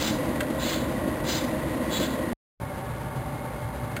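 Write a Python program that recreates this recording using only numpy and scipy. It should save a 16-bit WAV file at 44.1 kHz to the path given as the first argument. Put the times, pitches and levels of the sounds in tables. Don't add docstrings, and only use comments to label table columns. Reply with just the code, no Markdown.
import sys
import numpy as np
from scipy import signal
from scipy.fft import rfft, irfft
from scipy.io import wavfile

SR = 44100
rng = np.random.default_rng(int(sys.argv[2]) if len(sys.argv) > 2 else 0)


def wav_out(sig):
    wavfile.write(sys.argv[1], SR, np.round(np.clip(np.atleast_2d(sig).T, -1, 1) * 32767).astype(np.int16))


N = 176400
TIME = np.arange(N) / SR
FREQS = np.maximum(np.arange(N // 2 + 1) * SR / N, 1)

# pitch_hz, width_hz, relative_db
HULL_RESONANCES = [(66.4, 18, -3.5), (134, 32, -4), (242.3, 62, 0), (315, 33.6, 1), (520.8, 58, -3.5),
                   (609.7, 43, -4), (905, 36, -14), (1049, 90, -12), (1445, 47, -19), (1930, 91, -15.5)]
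# start_s, level_db
WAVE_SLAPS = [(0.22, -23), (0.5, -27.5), (0.822, -24.5), (1.075, -21), (1.26, -25), (1.526, -25),
              (1.701, -30), (1.759, -28.5), (2.001, -20.5), (2.175, -25.5)]
# pitch_hz, relative_db
WASH_SPECTRUM = [(30, -3.5), (170, -2), (420, -7.5), (750, -6.5), (1280, -14.5), (2000, -14), (2400, -19.5),
                 (3500, -22.5), (5200, -27.5)]
# pitch_hz, relative_db
LAKE_SPECTRUM = [(30, -10.5), (140, -1.5), (400, -9.5), (950, -14.5), (2150, -21), (2400, -26), (3500, -29),
                 (5200, -33)]
# pitch_hz, width_hz, relative_db
MACHINERY_RESONANCES = [(62, 20, 2), (121, 35, 1), (251, 41, -5.5), (523, 28, -8.5), (584, 32, -0.5),
                        (770, 23.4, -2.5), (889, 50, -5), (1122, 85, -10), (1430, 48, -13),
                        (1680, 100, -16.5), (2150, 60, -14)]
# peak_s, level_db
ENGINE_BEATS = [(2.64, -36), (2.89, -29.5), (3.18, -28.5), (3.45, -30.5), (3.66, -29), (3.84, -27.5),
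                (3.95, -31)]
# start_s, level_db
KNOCKS = [(0.406, -22.5), (1.513, -38), (3.9649, -26)]
# pitch_hz, relative_db, ring_s
FITTING_NOTES = [(1422, 1, .035), (1570, 1, 0.034), (1820, 0.5, 0.018), (2220, -1, 0.015),
                 (2660, -4, 0.022), (3320, -11, .015), (4320, -14, 0.021)]
# pitch_hz, width_hz, relative_db
PIPE_RESONANCES = [(1570, 95, -5), (2077, 57, -5), (2990, 130, -10.5), (3490, 26, -4.5), (3549, 44, 1),
                   (3889, 53, 2.5), (4036, 38, -3.5), (4180, 50, -7.5), (4410, 95, -5), (5060, 70, -6)]
# pitch_hz, relative_db
JET_SPECTRUM = [(600, -11.5), (1000, 0.5), (1600, 0.5), (2500, 1), (3100, 4), (3800, 0.5), (4400, 3.5),
                (5300, -1.5)]
# start_s, level_db, hold_s, low_whistle_db, high_whistle_db, treble_db
STEAM_PUFFS = [(-0.05, -30.5, 0.075, -20, -11.5, 5), (0.578, -32.5, 0.11, -14, -20, -6),
               (1.238, -31.5, 0.081, -15.5, -11, 2), (1.889, -32, 0.093, -6, -24, -6)]


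def from_db(db):
    return 10 ** (np.asarray(db) / 20)


def rms_one(x):
    return x / np.sqrt(np.mean(x ** 2) + 1e-20)


def noise(gain):
    return rms_one(irfft(rfft(rng.standard_normal(N)) * gain, N))


def flutter(rate_hz, depth_db):
    return from_db(depth_db * noise(1 / (1 + (FREQS / rate_hz) ** 2)))


def hiss(spectrum):
    hz, db = np.transpose(spectrum)
    return noise(from_db(np.interp(np.log(FREQS), np.log(hz), db)))


def resonant(peaks):
    power = 0
    for hz, width_hz, db in peaks:
        off_pitch = (FREQS - hz * hz / FREQS) / (2 * width_hz)
        power = power + (from_db(db) / (1 + 2 * off_pitch ** 2)) ** 2
    return noise(np.sqrt(power))


def ring(clicks, hz, ring_s):
    decay, turn = from_db(-60 / (ring_s * SR)), 2 * np.pi * hz / SR
    return signal.lfilter([0, np.sin(turn)], [1, -2 * decay * np.cos(turn), decay ** 2], clicks + 1e-18)


def drops(cycles, spread_db, per_s=130, pitch_count=16):
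    sizes = from_db(spread_db * np.minimum(rng.exponential(1, N), 4)) * rng.choice([-1, 1], N)
    clicks = sizes * (rng.random(N) < per_s / SR)
    chosen = rng.integers(0, pitch_count, N)
    pitches = np.geomspace(800, 4600, pitch_count)
    return rms_one(sum(ring(clicks * (chosen == k), hz, cycles / hz) for k, hz in enumerate(pitches)))


def small_boat(slap_rise_s=0.0065):
    rumble = from_db(-29) * resonant(HULL_RESONANCES) * flutter(rate_hz=41, depth_db=1.0)
    push = 0
    for start_s, level_db in WAVE_SLAPS:
        rise = np.maximum(TIME - start_s, 0) / slap_rise_s
        push = push + from_db(level_db) * rise * np.exp(1 - rise)
    dull_band = signal.butter(2, [170, 680], "band", fs=SR, output="sos")
    slaps = push * signal.sosfilt(dull_band, resonant(HULL_RESONANCES))
    wash = from_db(-34) * hiss(WASH_SPECTRUM) * flutter(rate_hz=25, depth_db=1.0)
    splashes = from_db(-51.5) * drops(cycles=7.1, spread_db=3.5)
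    return rumble + slaps + wash + splashes


def large_boat(engine_hz=121.4, beat_width_s=0.027):
    beats = sum(from_db(db) * np.exp(-.5 * ((TIME - s) / beat_width_s) ** 2) for s, db in ENGINE_BEATS)
    pitch_hz = engine_hz * flutter(rate_hz=11.7, depth_db=0.6)
    throb = beats * flutter(rate_hz=30, depth_db=1.5) * np.sin(2 * np.pi * np.cumsum(pitch_hz) / SR)
    water = from_db(-36.5) * hiss(LAKE_SPECTRUM) * flutter(rate_hz=33, depth_db=1.1)
    splashes = from_db(-57.5) * drops(cycles=8.9, spread_db=1.5)
    machinery = from_db(-36) * resonant(MACHINERY_RESONANCES)
    return water + splashes + machinery + throb


def clacks(rattle_s=0.0057, tail_s=0.02):
    force = 0
    for start_s, level_db in KNOCKS:
        age = np.maximum(TIME - start_s, 0)
        fade = np.exp(-age / rattle_s) + from_db(-12.5) * np.exp(-age / tail_s)
        force = force + (TIME >= start_s) * from_db(level_db) * fade
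    rattle = force * rng.standard_normal(N) / np.sqrt(rattle_s * SR)
    crack = from_db(-3.5) * force * hiss([(500, -21), (1400, 9.5), (5000, -4.5)])
    ringing = sum((-1) ** k * from_db(db) * ring(rattle, hz, ring_s)
                  for k, (hz, db, ring_s) in enumerate(FITTING_NOTES))
    return crack + ringing


def steam_exhaust(rise_s=0.055, fall_db_per_s=152.5, whistles_hz=(3378, 5000), treble_hz=4600):
    pipe = from_db(-3.5) * resonant(PIPE_RESONANCES)
    low_whistle, high_whistle = (resonant([(hz, 21, 0)]) for hz in whistles_hz)
    jet = from_db(1) * hiss(JET_SPECTRUM)
    treble = irfft(rfft(jet) * (1 + np.tanh(10 * np.log(FREQS / treble_hz))) / 2, N)
    puffs = 0
    for start_s, level_db, hold_s, low_whistle_db, high_whistle_db, treble_db in STEAM_PUFFS:
        age = TIME - start_s
        fall_db = fall_db_per_s * np.maximum(age - rise_s - hold_s, 0)
        flow = np.clip(age / rise_s, 0, 1) * from_db(level_db - fall_db)
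        puff_hiss = jet + (from_db(treble_db) - 1) * treble
        whistles = from_db(low_whistle_db) * low_whistle + from_db(high_whistle_db) * high_whistle
        puffs = puffs + flow * (pipe + puff_hiss + whistles)
    return puffs * flutter(rate_hz=31, depth_db=1.0)


def scene(first_end_s=2.331, second_start_s=2.6):
    first = (small_boat() + steam_exhaust()) * (TIME < first_end_s)
    second = large_boat() * (TIME >= second_start_s)
    return (first + second + clacks())[None]


def record(dry, hold_samples=4, cutoff_hz=15800):
    band = 1 / np.sqrt((1 + (FREQS / 5250) ** 26) * (1 + (42 / FREQS) ** 6))
    filtered = irfft(rfft(dry) * band, N)
    held = np.repeat(filtered[:, ::hold_samples], hold_samples, axis=1)[:, :N]
    return irfft(rfft(held) / np.sqrt(1 + (FREQS / cutoff_hz) ** 300), N)


dry = scene()
out = record(dry)
wav_out(out)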